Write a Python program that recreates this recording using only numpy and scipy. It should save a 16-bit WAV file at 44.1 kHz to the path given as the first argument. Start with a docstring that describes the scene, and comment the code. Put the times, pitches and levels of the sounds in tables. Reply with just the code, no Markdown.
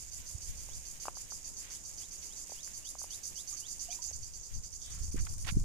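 """Cicadas over a riverbank

A cicada rasps in throbbing syllables built from buckling tymbals and a ringing abdomen, over a far insect chorus.
A second cicada buzzes briefly, a bush cricket joins near the end, and a small bird repeats a rising sine whistle.
Water swishes and drips as bubble tones from a lifted net; a hand-held camera ticks as damped rings.
Filtered noise makes a faint uneven hiss that fades late, the open air, and the breeze that buffets the
microphones, strongest at the end."""
import sys
import numpy as np
from scipy import signal
from scipy.fft import rfft, irfft
from scipy.io import wavfile

SR = 44100
rng = np.random.default_rng(int(sys.argv[2]) if len(sys.argv) > 2 else 0)


def inscribe(sig):
    """Save sig as 16-bit PCM at rate SR to the path in sys.argv[1].

    A 1-D sig is mono; a 2-D sig holds one channel per row.
    Samples are clipped to [-1, 1] before scaling.
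    """
    pcm = np.round(np.clip(np.atleast_2d(sig).T, -1, 1) * 32767)
    wavfile.write(sys.argv[1], SR, pcm.astype(np.int16))


N = 248724
TIME = np.arange(N) / SR
HZ = np.fft.rfftfreq(N, 1 / SR)

# Cicada syllables. Each row: start in seconds, nominal level in dB.
SYLLABLES = [(-.04, -47), (.113, -46.5), (0.262, -45.5), (.416, -46), (0.574, -47.5), (.729, -46),
             (.85, -46.5), (0.998, -44.5), (1.15, -44), (1.303, -43), (1.443, -43.5), (1.564, -44),
             (1.7, -45), (1.847, -45), (1.976, -44), (2.107, -46.5), (2.22, -46), (2.358, -46),
             (2.501, -45.5), (2.628, -44), (2.741, -44.5), (2.847, -44), (2.983, -43), (3.103, -43),
             (3.233, -41.5), (3.355, -42), (3.473, -41.5), (3.566, -42.5), (3.681, -41.5), (3.793, -40),
             (3.903, -39), (4.017, -40), (4.127, -43.5), (4.226, -45.5), (4.334, -46), (4.431, -47),
             (4.535, -46.5), (4.633, -46), (4.724, -46), (4.815, -46), (4.908, -47.5), (5.022, -46.5),
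             (5.111, -49), (5.191, -47), (5.286, -49), (5.387, -49), (5.479, -49), (5.575, -54.5)]
# Stereo lean of the cicada's body tone. Each row: time in seconds, left minus right in dB.
BODY_LEAN = [(0, -9), (1.3, -6), (3.1, -8), (3.6, -13), (3.9, -14), (4.3, -8.5), (4.8, -8.5), (5.15, -8),
             (5.64, -12)]
# Tone of the sheen from the tymbal ribs. Each row: frequency in Hz, relative level in dB.
SHEEN_TONE = [(3900, -63), (4600, 6), (5600, -9), (7000, -36), (8000, 6.5), (9200, 7), (10300, 8),
              (11200, -1), (12100, -4.5), (13200, 2.5), (14400, -13)]
# Movement of the treble sheen, ahead of a fixed trim. Each row: time in seconds, relative level in dB.
SHEEN_LEVEL = [(0, -10), (.6, -8), (1.15, -10.5), (2.3, -10.5), (2.55, -9.5), (3.1, -7), (4.35, -14.5),
               (4.9, -13.5), (5.5, -5)]
# Tone of the abdomen's ringing: a modest lift from about 4.5 kHz, easing gently into the treble.
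# Each row: frequency in Hz, relative level in dB.
BODY_TONE = [(3700, 1), (4200, -1), (4550, 7.5), (7700, 3.5), (8700, 1.5), (12000, -2)]
# Tone of the far chorus. Each row: frequency in Hz, relative level in dB.
CHORUS_TONE = [(3800, -57), (4600, -8.5), (5700, -4), (6300, 1), (6700, 4.5), (7200, 0.5), (7900, -5.5),
               (8700, -7.5), (10000, -9.5), (11300, -41), (12000, -33), (13000, -13.5), (14400, -23)]
# Stereo lean of the far chorus. Each row: frequency in Hz, left minus right in dB.
CHORUS_LEAN = [(4500, -6), (5700, -5.5), (6700, -13), (7500, -3), (8400, 5.5), (10000, 0.5), (13000, 13)]
# Level of the far chorus. Each row: time in seconds, level in dB.
CHORUS_LEVEL = [(0, -50.5), (.7, -50.5), (1.0, -52.5), (2.5, -50), (3.1, -52), (4.0, -50), (4.5, -54),
                (5.0, -51), (5.64, -53)]
# Level of the faint uneven hiss, fading late. Each row: time in seconds, level in dB.
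HISS_LEVEL = [(0, -59), (.7, -57), (1.4, -59), (1.85, -61.5), (2.2, -58.5), (3.0, -59.5), (3.8, -60.5),
              (4.2, -63), (5.64, -68.5)]
# Tone of the faint hiss. Each row: frequency in Hz, relative level in dB.
HISS_TONE = [(1000, -20), (1600, -4), (2200, 0.5), (2900, 0), (3700, -2), (4300, -3), (6000, -4.5)]
# Tone of the open air over the river. Each row: frequency in Hz, relative level in dB.
AIR_TONE = [(20, 10), (60, 5.5), (120, -3.5), (250, -8.5), (500, -12), (1000, -15.5), (1700, -23),
            (2900, -29.5), (4100, -23), (8000, -31), (14000, -46)]
# Stereo lean of the open air. Each row: frequency in Hz, left minus right in dB.
AIR_LEAN = [(100, 1.5), (1000, -0.5), (2500, 3), (6000, -8)]
# Level of the open air. Each row: time in seconds, level in dB.
AIR_LEVEL = [(0, -56.5), (1.7, -54), (2.1, -55), (3.8, -55), (4.2, -58), (4.7, -57.5), (5.64, -55.5)]
# Breeze beneath its gusts, freshening at the end. 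Each row: time in seconds, nominal level in dB.
BREEZE_LEVEL = [(0, -53.5), (.9, -55), (1.4, -68), (3.8, -64), (4.2, -53), (4.85, -52), (5.05, -38),
                (5.64, -39.5)]
# Tone of the breeze's rumble. Each row: frequency in Hz, relative level in dB.
RUMBLE_TONE = [(15, 3), (40, -2), (80, -3.5), (130, -13), (220, -28), (400, -37.5), (800, -66), (2000, -86)]
# Gusts on top of the breeze. Each row: start in seconds, length in seconds, nominal level in dB,
# left minus right in dB.
GUSTS = [(.45, 0.16, -45.5, 1), (0.624, 0.24, -51.5, -4), (4.116, .18, -49.5, -4), (4.513, .11, -41.5, 4),
         (5.127, 0.13, -38.5, -11), (5.51, 0.14, -28, -5)]
# Single eddies, mostly at the right port. Each row: centre in seconds, nominal level in dB, frequency in Hz.
EDDIES = [(0.354, -31.5, 72.5), (5.146, -28, 226), (5.159, -34.5, 277), (5.526, -26.5, 112),
          (5.571, -19.5, 141), (5.574, -27, 227)]
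# Buzzes of a second cicada. Each row: start in seconds, length in seconds, nominal level in dB.
ANSWERS = [(0.488, 0.041, -48), (1.52, .081, -50), (2.157, 0.074, -49), (3.516, 0.049, -41.5),
           (3.656, 0.027, -42), (4.07, 0.041, -40), (4.384, 0.059, -48.5)]
# Whistles of the bird. Each row: start in seconds, nominal level in dB.
WHISTLES = [(.674, -58), (1.709, -59), (1.99, -56), (2.272, -56), (2.547, -52.5), (2.817, -48.5),
            (3.08, -49), (3.343, -48), (3.604, -49.5), (3.867, -50.5)]
# Dry ticks of the camera case in the hand. Each row: start in seconds, nominal level in dB, frequency in Hz.
TICKS = [(.688, -46.5, 790), (1.0548, -32, 1020), (1.069, -40, 1080), (1.0824, -22.5, 950),
         (1.1705, -40.5, 980), (1.321, -38.5, 1070), (2.496, -46, 700), (2.5195, -38.5, 690),
         (2.677, -44, 1780), (2.9525, -39, 880), (3.0165, -41.5, 960), (3.0415, -39, 820),
         (4.1115, -47, 610)]
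# Swishes of water and brushes against the camera. Each row: start in seconds, length in seconds,
# nominal level in dB, centre in Hz, width in octaves, left minus right in dB.
SWISHES = [(1.582, 0.2, -57.5, 2170, 0.81, -3.5), (4.792, 0.15, -59, 3500, 0.14, 0),
           (4.838, 0.22, -60.5, 1940, 0.98, -5.5), (5.157, 0.058, -51, 1750, 0.66, -2.5),
           (5.264, 0.012, -45, 1570, 0.89, -11), (5.443, 0.014, -48.5, 2400, 1, -16),
           (5.456, 0.05, -43.5, 990, 2.06, -27), (5.471, 0.044, -40.5, 2150, .8, -20)]
# Drops from the net that ring a bubble. Each row: start in seconds, nominal level in dB, starting pitch in Hz,
# time to fall 60 dB in seconds.
DRIPS = [(3.525, -56.5, 1177, 0.1), (3.884, -52, 696, .22), (3.904, -50.5, 2380, .04),
         (3.926, -40.5, 2435, 0.026), (3.94, -63, 816, 0.11), (3.988, -53.5, 967, 0.085),
         (4.06, -68, 833, 0.33)]
# Tone of the bush cricket's wing strokes. 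Each row: frequency in Hz, relative level in dB.
STROKE_TONE = [(4000, -14.5), (5000, 0.5), (6500, 0.5), (8300, 0.5), (9900, -2.5), (11400, -21),
               (12800, -18), (14400, -3.5)]

# a syllable fills this share of the time to the next, after a short rest
DUTY, REST_S, ATTACK_S = 0.56, 0.027, .0015
# the abdomen rings higher when the song is louder, and sags as the song goes on
BODY_HZ, USUAL_DB, HZ_PER_DB, SAG_HZ_PER_S = 6697, -44, 10, 49
EDGE_HZ = 14400


def gain_of(db):
    """Turns decibels into a factor."""
    return 10 ** (np.asarray(db) / 20)


def evened(x):
    """Scales to rms 1."""
    return x / np.sqrt(np.mean(x ** 2) + 1e-20)


def curve(rows, column=1):
    """Joins one column of a table by straight lines in time."""
    rows = np.array(rows)
    return np.interp(TIME, rows[:, 0], rows[:, column])


def spectrum(points):
    """Joins a table by straight lines over log frequency."""
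    hz, value = np.transpose(points)
    return np.interp(np.log(HZ + 1), np.log(hz + 1), value)


def ears(lean_db):
    """Gives left and right gains of mean power 1."""
    pair = gain_of(np.array([[.5], [-.5]]) * lean_db)
    return pair / np.sqrt(np.mean(pair ** 2, axis=0))


def colour(x, points, lean_db=0):
    """Gives a stereo sound a tone and a balance, at rms 1."""
    shape = gain_of(spectrum(points)) * ears(lean_db)
    return evened(irfft(rfft(x) * shape, N))


def noise():
    """White noise, unrelated at the two ears."""
    return rng.standard_normal((2, N))


def waver(rate_hz):
    """A random drift of rms 1, smoothed above rate_hz."""
    smoothing = 1 + (HZ / rate_hz) ** 4
    return evened(irfft(rfft(rng.standard_normal(N)) / smoothing, N))


def arch(s, length_s):
    """A smooth swell from zero to one and back."""
    return np.sin(np.pi * np.clip((TIME - s) / length_s, 0, 1))


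def add(mix, s, sound):
    """Mixes a stereo sound in at time s."""
    part = mix[:, max(round(s * SR), 0):][:, :sound.shape[1]]
    part += sound[:, :part.shape[1]]


def resonate(x, hz, width_hz):
    """A steep resonance that follows the curve hz, at rms 1."""
    turn = np.exp(2j * np.pi * np.cumsum(hz) / SR)
    r = np.exp(-np.pi * width_hz / SR)
    # shift the moving pitch down to 0 Hz, smooth twice, shift back
    smoothed = signal.lfilter([1], [1, -2 * r, r * r], x / turn)
    return evened((turn * smoothed).real)


def foliage(x, t60_s, wet_db):
    """Adds the diffuse scatter of leaves and bank as a dying noise tail."""
    t = np.arange(SR // 2) / SR
    tail = rng.standard_normal((2, len(t))) * gain_of(-60 * t / t60_s)
    tail /= np.linalg.norm(tail[0])
    return x + gain_of(wet_db) * signal.fftconvolve(x, tail, axes=1)[:, :N]


def buckles(rate_hz=274, jitter=.16, uneven_db=0.5):
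    """Clean single snaps of the tymbals, with a random sign at each ear."""
    turns = np.cumsum(rate_hz * (1 + jitter * waver(150))) / SR
    snaps = np.diff(np.floor(turns), prepend=0)
    return snaps * np.sign(noise()) * gain_of(uneven_db * noise())


def tymbals(rate_hz=275, jitter=.1, snap=0.1, between=0.96, uneven_db=2):
    """The tymbals buckle a few hundred times a second, each time in a short crackle of ribs."""
    turns = np.cumsum(rate_hz * (1 + jitter * waver(90))) / SR
    # snap is a share of one cycle; between is the steady noise under the snaps
    crackle = between + np.exp(-(turns % 1) / snap)
    return noise() * crackle * gain_of(uneven_db * waver(140))


def cicada(opening_fade_s=0.034, rise_s=0.011, fade_s=0.021, glide=0.1, sheen_rise_s=0.016, sheen_fade_s=0.023,
           opening_db=-1.0, opening_mode=0.94, body_db=-1.0, low_mode=0.727, low_db=-10, sheen_db=2.5):
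    """Each syllable opens with clean low snaps; the abdomen's pitch climbs and a crackling sheen swells."""
    opening, body, sheen, pitch, weight = np.zeros((5, N))
    gaps = np.diff([s for s, _ in SYLLABLES], append=N / SR)
    for (s, level_db), gap in zip(SYLLABLES, gaps):
        length = DUTY * max(gap - REST_S, .01)
        hz = BODY_HZ + HZ_PER_DB * (level_db - USUAL_DB) - SAG_HZ_PER_S * s
        t = np.maximum(TIME - s, 0)
        after = np.maximum(t - length, 0)
        effort = gain_of(level_db) * (1 - np.exp(-t / ATTACK_S)) * np.exp(-after / fade_s)
        opening += effort * np.exp(-t / opening_fade_s)
        body += effort * (1 - np.exp(-t / rise_s))
        sheen += gain_of(level_db) * (1 - np.exp(-t / sheen_rise_s)) * np.exp(-after / sheen_fade_s)
        pitch += effort * hz * (1 + glide * (np.minimum(t / length, 1) - .25))
        weight += effort
    pitch /= weight + 1e-12  # overlapping syllables share a weighted pitch

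    snaps, crackle = buckles(), tymbals(between=1.0)
    first = resonate(snaps, opening_mode * pitch, width_hz=750)
    first += gain_of(low_db) * resonate(snaps, low_mode * pitch, width_hz=420)
    later = resonate(crackle, pitch, width_hz=1640)
    later += gain_of(-12.5) * resonate(tymbals(), low_mode * pitch, width_hz=1060)

    abdomen = gain_of(opening_db) * opening * colour(first, BODY_TONE)
    abdomen += gain_of(body_db) * body * colour(later, BODY_TONE)
    ribs = gain_of(sheen_db + curve(SHEEN_LEVEL)) * sheen * colour(crackle, SHEEN_TONE)
    return foliage(abdomen * ears(curve(BODY_LEAN)) + ribs, t60_s=.06, wet_db=-7)


def chorus(flicker_db=1.0):
    """Many far insects merge into one shimmering band of tymbal crackle."""
    band = colour(tymbals(rate_hz=170, between=1.0), CHORUS_TONE, spectrum(CHORUS_LEAN))
    return gain_of(curve(CHORUS_LEVEL) + flicker_db * waver(30)) * band


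def faint_hiss(patchy_db=2.5, lean_db=-4):
    """A faint uneven hiss of filtered noise, strongest around 2 to 4 kHz, fades late."""
    hiss = colour(noise(), HISS_TONE, lean_db)
    return gain_of(curve(HISS_LEVEL) + patchy_db * waver(16)) * hiss


def air(flicker_db=1):
    """The open river is a soft wash of filtered noise."""
    wash = colour(noise(), AIR_TONE, spectrum(AIR_LEAN))
    return gain_of(curve(AIR_LEVEL) + flicker_db * waver(13)) * wash


def breeze(lumpy_db=2, port_db=2, eddy_lean_db=-20):
    """Lumpy turbulence at each microphone port swells in gusts, with a few single eddies."""
    strength = gain_of(curve(BREEZE_LEVEL) + port_db * np.array([waver(9.7), waver(7.4)]))
    for s, length, level_db, lean_db in GUSTS:
        strength += gain_of(level_db) * ears(lean_db) * arch(s, length)
    out = strength * gain_of(lumpy_db * waver(32)) * colour(noise(), RUMBLE_TONE)
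    for s, level_db, hz in EDDIES:
        u = np.pi * hz * (TIME - s)
        thump = (1 - 2 * u ** 2) * np.exp(-u ** 2)  # one pulse with a dip either side
        out += gain_of(level_db) * ears(eddy_lean_db) * thump
    return out


def neighbour(hz=6600, width_hz=900, lean_db=-11):
    """A cicada in another tree gives short narrow buzzes: tymbals through one fixed resonance."""
    effort = sum(gain_of(level_db) * arch(s, length) for s, length, level_db in ANSWERS)
    return effort * ears(lean_db) * resonate(tymbals(), np.full(N, hz), width_hz)


def bird(length_s=.072, start_hz=2750, end_hz=4130, bend=2.0, lean_db=-7):
    """A near sine holds its note softly, then swells as it sweeps up."""
    out = np.zeros((2, N))
    u = np.arange(0, length_s, 1 / SR) / length_s
    swell = np.sin(np.pi * u) ** .5 * (.5 + 2 * u ** 2) / 2
    for s, level_db in WHISTLES:
        tuning = 1 + 0.0106 * rng.standard_normal()  # each whistle lands slightly off
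        hz = (start_hz + (end_hz - start_hz) * u ** bend) * tuning
        whistle = swell * np.sin(2 * np.pi * np.cumsum(hz) / SR)
        add(out, s, gain_of(level_db) * ears(lean_db) * whistle)
    return foliage(out * gain_of(1.2 * waver(120)), t60_s=.12, wet_db=-6)


def ticks(peak_cycles=1.0, sharp=4.8, crack_mode=2.74, crack_db=-19, lean_db=1.5):
    """Each tick of the case is a heavily damped ring of two or three cycles, with a fainter high mode."""
    out, t = np.zeros((2, N)), np.arange(SR // 40) / SR
    for s, level_db, hz in TICKS:
        u, angle = hz * t / peak_cycles, 2 * np.pi * hz * t
        ring = np.sin(angle) + gain_of(crack_db) * np.sin(crack_mode * angle)
        envelope = (u * np.exp(1 - u)) ** sharp
        add(out, s, gain_of(level_db) * ears(lean_db) * envelope * ring)
    return foliage(out, t60_s=.08, wet_db=-15)


def swishes(grain_db=2):
    """Water and brushes against the camera are short swells of grainy band-limited hiss."""
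    out = np.zeros((2, N))
    grains = rfft(noise() * gain_of(grain_db * waver(490)))
    for s, length, level_db, hz, octaves, lean_db in SWISHES:
        band = np.exp(-.5 * (np.log2((HZ + 1) / hz) / octaves) ** 2)
        hiss = evened(irfft(grains * band, N))
        out += gain_of(level_db) * ears(lean_db) * hiss * arch(s, length)
    return out


def drips(rise_per_s=1.34):
    """A bubble's note wobbles in level, and climbs in pitch as it nears the surface."""
    out, t = np.zeros((2, N)), np.arange(SR // 5) / SR
    for s, level_db, hz, t60_s in DRIPS:
        dying = gain_of(level_db - 60 * t / t60_s) * np.minimum(t / .002, 1)  # 2 ms attack
        note = np.sin(2 * np.pi * hz * t * (1 + rise_per_s * t / 2))
        add(out, s, ears(0) * dying * note)
    return foliage(out * gain_of(2.2 * waver(90)), t60_s=.15, wet_db=-6)


def bush_cricket(level_db=-45, length_s=0.007, lean_db=5, uneven_db=1):
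    """Starts late and ticks 23 times a second, one noisy scrape of the wings a tick."""
    effort = np.zeros(N)
    for s in np.arange(4.862, N / SR, .0434):
        stroke_db = level_db + uneven_db * rng.standard_normal()
        effort += gain_of(stroke_db) * arch(s - length_s / 2, length_s)
    return foliage(effort * colour(noise(), STROKE_TONE, lean_db), t60_s=0.15, wet_db=-1)


def scene():
    """Everything heard from the bank."""
    insects = cicada() + chorus() + neighbour() + bush_cricket()
    backdrop = faint_hiss() + air() + breeze()
    return insects + backdrop + bird() + ticks() + swishes() + drips()


def record(dry):
    """The recorder's band limit: a steep low-pass."""
    low_pass = signal.firwin(511, EDGE_HZ, window=("kaiser", 9), fs=SR)
    return signal.oaconvolve(dry, low_pass[None], "same")


dry = scene()
out = record(dry)
inscribe(out)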